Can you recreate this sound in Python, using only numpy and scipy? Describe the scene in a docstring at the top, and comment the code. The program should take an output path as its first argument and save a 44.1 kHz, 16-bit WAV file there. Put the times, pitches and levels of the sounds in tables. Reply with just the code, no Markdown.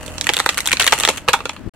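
"""Keyboard crushed under a tyre

A car rolls slowly over a plastic keyboard on concrete, close to the microphone. Keys and clips fracture
over a bed of fine crackle, each impulse exciting the damped modes of the case; the case lifts, slaps
back down and rattles. The engine hums underneath, and the underbody and yard reflect each crack.
The loudest cracks overload, and the sound drops out briefly near the end."""
import sys
import numpy as np
from scipy import signal
from scipy.fft import rfft, irfft
from scipy.io import wavfile
from scipy.ndimage import uniform_filter1d

SR = 44100
rng = np.random.default_rng(int(sys.argv[2]) if len(sys.argv) > 2 else 0)


def put_to_file(sound):
    """Save the sound as 16-bit audio at rate SR, in the file named by the first command-line argument."""
    columns = np.atleast_2d(sound).T  # one column per channel
    safe = np.clip(columns, -1, 1)
    whole_steps = np.round(safe * 32767)
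    wavfile.write(sys.argv[1], SR, whole_steps.astype(np.int16))


N = 77175
T = np.arange(N) / SR

# fractures: (time [s], crack [dB], case knock [dB], bright edge [dB], pitch of the broken piece [Hz])
FRACTURES = [(0.0622, -33.5, -50, -31.5, 3600), (0.0798, -35.5, -46, -34, 3300),
             (0.1817, -26.5, -30.5, -26, 3200), (0.2111, -18, -30, -17, 3710),
             (0.2427, -25, -55, -26, 2950), (0.2686, -10, -23.5, -18, 2180), (0.2911, -5, -11, -17, 3260),
             (0.2988, -37, -17, -28, 3940), (0.3361, -15.5, -40, -17.5, 3500),
             (0.3422, -18, -41, -25, 3700), (0.3675, -12.5, -23, -18, 3500),
             (0.3888, -18, -30.0, -21, 3830), (0.396, -22, -27.0, -22.0, 2200),
             (0.4005, -11, -12, -15.5, 4030), (0.4615, -10, -10, -14, 1420),
             (0.4907, -8.5, -13.5, -11, 3620), (0.4955, -21.5, -26, -24, 3570),
             (0.5443, -28, -41, -26, 1900), (0.5735, -19, -29, -24.5, 1360),
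             (0.5788, -17.5, -28, -15.5, 1790), (0.5837, -22, -30, -25, 1380),
             (0.5879, -18, -39.5, -24.5, 1400), (0.6046, -18.5, -38, -18, 3860),
             (0.6576, -24, -25.5, -19.5, 3220), (0.6638, -20, -49, -21.5, 3950),
             (0.6735, -14, -32.5, -10.5, 3350), (0.6868, -16.5, -30.5, -30, 1960),
             (0.6951, -26.5, -30, -25.0, 2100), (0.7089, -21, -43.0, -34, 2100),
             (0.7168, -9.5, -31, -15.5, 2100), (0.7287, -6, -27.5, -15, 2230),
             (0.7322, -14.5, -21.5, -17, 3920), (0.7698, -17.5, -36.5, -27, 4000),
             (0.7967, -12.5, -32.5, -18.5, 2650), (0.7993, -9.5, -21, -10, 2900),
             (0.8068, -12.5, -18, -30, 2650), (0.8095, -14, -29, -20, 2730),
             (0.8147, -14.5, -27, -21, 1400), (0.8198, -28, -23, -15, 2200), (0.8247, -13, -36, -33, 3960),
             (0.8317, -19, -36, -34, 1550), (0.8431, -17.5, -24.5, -17.5, 1920),
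             (0.866, -12, -15, -12, 3700), (0.8759, -6, -29, -12, 3010), (0.8789, -12.5, -22.5, -24, 4020),
             (0.9232, -8, -12, -9, 2840), (0.9275, -5.5, -8, -15.5, 1440), (0.9348, -12, -24.5, -14, 2750),
             (0.9876, -23.5, -27.5, -20, 3140), (0.9996, -22, -26, -14.5, 3620),
             (1.0073, -17.0, -24, -18, 3300), (1.0348, -12, -16, -17, 3140),
             (1.0504, -7, -12.5, -10.5, 3500), (1.0761, -18, -15, -18.5, 2170),
             (1.0871, -11, -14, -15.5, 3300), (1.1733, -28, -54, -26.5, 3400),
             (1.1796, -25.5, -57.5, -30.5, 3040)]
# impacts of the loose case on its base and the ground: (time [s], clack [dB], case knock [dB],
# bright edge [dB], panel pitch [Hz], panel level [dB], rim pitch [Hz], rim level [dB])
LANDINGS = [(1.089, -15, -19, -13, 447, -14, 890, -20), (1.099, -21, -25.5, -32, 536, -19.5, 2680, -22),
            (1.278, -29, -19.5, -52, 1230, -20.5, 2720, -47),
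            (1.2841, -9, -8, -19.5, 970, -14, 2504, -14.5), (1.291, -16, -19, -24, 450, -28, 1640, -18),
            (1.3311, -11.5, -28, -13.5, 1300, -23, 3200, -29),
            (1.3359, -16, -11, -23.5, 1310, -8.5, 2660, -21),
            (1.3395, -12.5, -15.5, -34, 893, -12, 1550, -18), (1.389, -36, -31, -46, 1180, -32, 2360, -37),
            (1.4036, -28.5, -28, -50, 1160, -26, 2420, -39),
            (1.454, -18.5, -21, -28.5, 490, -24, 1204, -26.5), (1.4927, -20, -23, -27, 487, -34, 1220, -27),
            (1.563, -33.5, -38.5, -58, 510, -49, 1205, -33.5)]
# low and high modes of the case: (frequency [Hz], level [dB])
KNOCK_MODES = [(285, -25.5), (452, -7.5), (560, -7), (680, -10.5), (800, -4), (900, 1.5), (1065, 1.5),
               (1250, 2)]
CLACK_MODES = [(1430, -2.5), (1700, -5), (2130, 0), (2450, 3), (2790, 0), (3250, 1), (3620, 1), (3950, 2),
               (4220, -1.5)]
# bright edge of a blow: (frequency [Hz], level [dB])
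EDGE_SPECTRUM = [(3000, -20), (4400, -14.5), (5400, -2), (7600, 0.5), (12000, -9), (16000, -27)]
# crackle under the load of the tyre: (time [s], level [dB])
CRACKLE_LEVEL = [(0, -40.5), (.16, -39.5), (.39, -30.5), (.44, -35.5), (.53, -34.5), (.63, -36), (.72, -42),
                 (.78, -35.5), (.83, -25), (.91, -30), (1.02, -24.5), (1.11, -34.5), (1.18, -31),
                 (1.23, -55.5), (1.37, -53), (1.52, -41.5), (1.62, -59)]
# bearing of the tyre: (time [s], left minus right [dB])
TYRE_PAN = [(0, -11), (.3, -4), (.8, -2), (1.5, -2.5)]
# engine harmonics: (multiple of the firing rate [1], level [dB])
ENGINE_ORDERS = [(1, -52.5), (2, -41), (3, -48), (4, -48.5), (5, -58), (6, -48), (7, -46.5), (12, -51),
                 (15, -47.5)]
# envelopes of the engine and the rolling rumble: (time [s], level [dB])
ENGINE_LEVEL = [(0, 0), (.1, 2), (.28, 0), (.42, -17), (1.1, -9.5), (1.42, -6), (1.69, -13.5)]
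RUMBLE_LEVEL = [(0, -38), (.2, -38.5), (.7, -37.5), (1.1, -35.5), (1.24, -39.5), (1.68, -42), (1.75, -54)]
# exhaust puff, rolling rumble and ground bump: (frequency [Hz], level [dB])
PUFF_SPECTRUM = [(50, -15), (300, -11.5), (620, 0.5), (800, -7.5), (2500, -25), (12000, -31.5)]
RUMBLE_SPECTRUM = [(20, -9.5), (45, 0.5), (75, 3), (140, -1), (290, -1.5), (420, -13), (700, -9.5),
                   (1500, -12), (4000, -26.5), (15000, -48)]
BUMP_SPECTRUM = [(25, -9), (70, -1.5), (190, -1.5), (320, -1.5), (520, -17.5), (2000, -60)]
# bumps of tyre and case on the ground: (time [s], width [s], level [dB], left minus right [dB])
BUMPS = [(0.733, 0.01, -31, 3), (1.29, 0.0015, -20, 8), (1.619, 0.025, -40.5, 18.5),
         (1.671, 0.011, -29.5, 16.5)]
# colour of the reflections: (frequency [Hz], level [dB])
ECHO_SPECTRUM = [(200, -3.5), (1000, 2), (3500, 2.5), (8000, 0), (15000, -0.5)]
# stereo width: (frequency [Hz], side relative to mid [dB])
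SIDE_SPECTRUM = [(50, 0.5), (120, -9.5), (250, -14.5), (550, -16.5), (1000, -12), (2200, -5.5), (3800, -3),
                 (7500, 2.5), (14000, 0.5)]

BLOW_SAMPLES, SLIPS_PER_S = 8192, 6000
SNAP_S, SLAP_S = .00022, .0007   # time scale on which the slips of one blow swell and die
CRACK_TRIM_DB, KNOCK_TRIM_DB, EDGE_TRIM_DB = 0.5, 1.5, -1.5   # added to each fracture
PIECE_SHARE = .47   # share of a crack's energy in the broken piece
PIECE_T60_S, PANEL_T60_S = .0032, .024
KNOCK_CYCLES, CLACK_CYCLES = 12, 20   # cycles in which a mode dies by 60 dB
TYRE_DAMPING = .55   # share of the ring time left under the tyre
MODE_SCATTER_DB, MODE_DETUNE = 3, 0.012   # spread from blow to blow as the case bends
GRAINS_PER_S, GRAIN_SPREAD_DB = 780, 3.5
FIRING_HZ, FIRING_WAVER, PUFF_DB = 41.28, 0.006, -45
ECHO_DELAY_S, SIDE_LAG_S = 0.0024, .00007
DROPOUT_FROM_S, DROPOUT_TO_S, CUTOFF_HZ = 1.695, 1.737, 16600


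def snaps():
    """Brittle fracture: the released energy rings the broken piece and the tyre-damped case."""
    out, jolt = np.zeros((2, N)), impulse(SNAP_S)
    for time, crack_db, knock_db, edge_db, hz in FRACTURES:
        slips = slip_burst(SNAP_S, tail_s=.0045, tail_db=-10)   # splinters rattle on
        crack_db += CRACK_TRIM_DB
        piece = unit(resonator(resonator(jolt, hz, PIECE_T60_S), hz, PIECE_T60_S))
        piece *= from_db(crack_db) * np.sqrt(PIECE_SHARE)
        clack_db = crack_db + 10 * np.log10(1 - PIECE_SHARE)
        case = case_response(slips, clack_db, knock_db + KNOCK_TRIM_DB, edge_db + EDGE_TRIM_DB,
                             TYRE_DAMPING)
        place(out, time, piece + case)
    return out


def slaps():
    """Impact excitation: the freed case lands and bounces, and its panel and rim vibrate freely."""
    out, jolt = np.zeros((2, N)), impulse(2 * SLAP_S)
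    for time, clack_db, knock_db, edge_db, panel_hz, panel_db, rim_hz, rim_db in LANDINGS:
        panel = from_db(panel_db) * unit(resonator(jolt, panel_hz, PANEL_T60_S))
        rim = from_db(rim_db) * unit(resonator(jolt, rim_hz, PANEL_T60_S))
        slips = slip_burst(SLAP_S, tail_s=0.011, tail_db=-6.5)   # loose keys rattle on
        place(out, time, panel + rim + case_response(slips, clack_db, knock_db, edge_db))
    return out


def crackle():
    """Shot noise: grinding keys and grit send small random ticks through the damped case."""
    sizes = from_db(GRAIN_SPREAD_DB * np.minimum(rng.exponential(1, N), 3))
    ticks = stereo(rng.standard_normal((2, N)) * sizes * (rng.random(N) < GRAINS_PER_S / SR))
    grinding = case_response(ticks, clack_db=0, knock_db=-1.5, edge_db=-3, damping=TYRE_DAMPING)
    return unit(grinding) * np.sqrt(N) * from_db(curve(CRACKLE_LEVEL))


def slip_burst(swell_s, tail_s, tail_db):
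    """Stick-slip excitation: a run of tiny slips swells, collapses and trails off."""
    t = T[:BLOW_SAMPLES]
    rise = t / (2 * swell_s)
    swell = (rise * np.exp(1 - rise)) ** 2
    tail = from_db(tail_db) * np.minimum(rise, 1) * np.exp(-t / tail_s)
    slips = rng.standard_normal((2, BLOW_SAMPLES))
    slips *= (rng.random(BLOW_SAMPLES) < SLIPS_PER_S / SR) + 0.3   # spikes over a noise floor
    return stereo(np.array([unit(channel) for channel in slips * (swell + tail)]))


def impulse(delay_s):
    """Impulse excitation: one clean jolt, its side signal slightly behind its mid."""
    pair = np.zeros((2, BLOW_SAMPLES))
    pair[0, int(delay_s * SR)] = pair[1, int((delay_s + SIDE_LAG_S) * SR)] = 1
    return stereo(pair)


def case_response(force, clack_db, knock_db, edge_db, damping=1):
    """Forced vibration: the case answers with high modes, low modes and a bright edge."""
    clack = from_db(clack_db) * modal_sum(force, CLACK_MODES, CLACK_CYCLES * damping)
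    knock = from_db(knock_db) * modal_sum(force, KNOCK_MODES, KNOCK_CYCLES * damping)
    edge = from_db(edge_db) * unit(colour(force, EDGE_SPECTRUM))
    return clack + knock + edge


def modal_sum(force, modes, cycles):
    """Modal superposition: each blow lands elsewhere, so the modes vary in strength and tuning."""
    total = 0
    for k, (hz, db) in enumerate(modes):
        strength, tuning = rng.standard_normal(2)
        mode = unit(resonator(force, hz * (1 + MODE_DETUNE * tuning), t60=cycles / hz))
        total += (-1) ** k * from_db(db + MODE_SCATTER_DB * strength) * mode
    return unit(total)


def resonator(force, hz, t60):
    """Damped harmonic oscillator: one mode that falls by 60 dB in t60 seconds."""
    radius, angle = from_db(-60 / (t60 * SR)), 2 * np.pi * hz / SR
    return signal.lfilter([1, 0, -1], [1, -2 * radius * np.cos(angle), radius ** 2], force + 1e-18)


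def place(out, time, blow):
    """Superposition: add a blow at the tyre's bearing, its level taken over 5 ms."""
    start = int(time * SR)
    span = out[:, start:start + BLOW_SAMPLES]
    span += (blow * np.sqrt(.005 * SR) * panned(curve(TYRE_PAN, time)))[:, :span.shape[1]]


def engine():
    """Periodic excitation: firing pulses give a harmonic throb, with an exhaust puff on each."""
    waver = np.interp(T, np.linspace(0, T[-1], 14), rng.standard_normal(14))
    phase = 2 * np.pi * np.cumsum(FIRING_HZ * (1 + FIRING_WAVER * waver)) / SR
    hum = sum(from_db(db) * np.sqrt(2) * np.cos(order * (phase - np.pi) + .5 * rng.standard_normal((2, 1)))
              for order, db in ENGINE_ORDERS)
    puffs = from_db(PUFF_DB) * noise(PUFF_SPECTRUM) * (1 - np.cos(phase))
    return (hum + puffs) * from_db(curve(ENGINE_LEVEL))


def car():
    """Contact noise: rolling rumble and a few dull bumps on the ground join the engine."""
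    running = engine() + noise(RUMBLE_SPECTRUM) * from_db(curve(RUMBLE_LEVEL))
    bump_envelope = sum(from_db(db) * np.exp(-.5 * ((T - time) / width) ** 2) * panned(pan_db)
                        for time, width, db, pan_db in BUMPS)
    return running * panned(db=0.5) + bump_envelope * noise(BUMP_SPECTRUM)


def reflections(direct, t60, db):
    """Reverberation: dense reflections arrive after a short delay and decay exponentially."""
    t = T[:SR // 2]
    tail = stereo(rng.standard_normal((2, len(t)))) * from_db(-60 * t / t60) * (t > ECHO_DELAY_S)
    response = colour(unit(tail), ECHO_SPECTRUM)
    return from_db(db) * signal.fftconvolve(direct, response, axes=-1)[:, :N]


def noise(spectrum):
    """Spectral shaping: coloured stereo noise of rms 1."""
    return unit(colour(stereo(rng.standard_normal((2, N))), spectrum)) * np.sqrt(N)


def colour(x, spectrum):
    """Minimum-phase filtering: a folded cepstrum gives a causal response with this spectrum."""
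    hz, db = np.transpose(spectrum)
    grid_hz = np.fft.rfftfreq(4096, 1 / SR)
    gains = from_db(np.interp(np.log(grid_hz + 1), np.log(hz), db))
    cepstrum = irfft(np.log(gains))
    cepstrum[1:2048] *= 2
    cepstrum[2049:] = 0
    response = irfft(np.exp(rfft(cepstrum)))
    return signal.fftconvolve(x, response[None], axes=-1)[:, :x.shape[-1]]


def stereo(pair):
    """Mid-side mixing: narrow in the middle range, wide in the treble and deep bass."""
    mid, side = pair[0], colour(pair[1:], SIDE_SPECTRUM)[0]
    return np.array([mid + side, mid - side])


def panned(db):
    """Level-difference panning: left and right gains, db apart."""
    return from_db(np.array([[db], [-db]]) / 2)


def curve(rows, t=T):
    """Linear interpolation between (time [s], value) points."""
    return np.interp(t, *np.transpose(rows))


def unit(x):
    """Normalisation to a mean energy of 1 per channel."""
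    return x / np.sqrt(np.mean(np.sum(x ** 2, axis=-1)) + 1e-20)


def from_db(db):
    """Amplitude ratio of a level in decibels."""
    return 10 ** (np.asarray(db) / 20)


def scene():
    """Superposition of the keyboard, its reflections and the car."""
    keyboard = snaps() + slaps() + crackle()
    underbody = reflections(keyboard, t60=0.067, db=-14)
    yard = reflections(keyboard, t60=0.24, db=-16.5)
    return keyboard + underbody + yard + car()


def record(dry):
    """Saturation and band limiting: peaks flatten, the sound drops out briefly, the top is cut."""
    gate = uniform_filter1d(1. * ((T < DROPOUT_FROM_S) | (T > DROPOUT_TO_S)), size=60)
    saturated = dry / (1 + dry ** 4) ** .25
    lowpass = signal.cheby2(14, 45, CUTOFF_HZ, fs=SR, output="sos")
    return signal.sosfiltfilt(lowpass, saturated * gate)


dry = scene()
out = record(dry)
put_to_file(out)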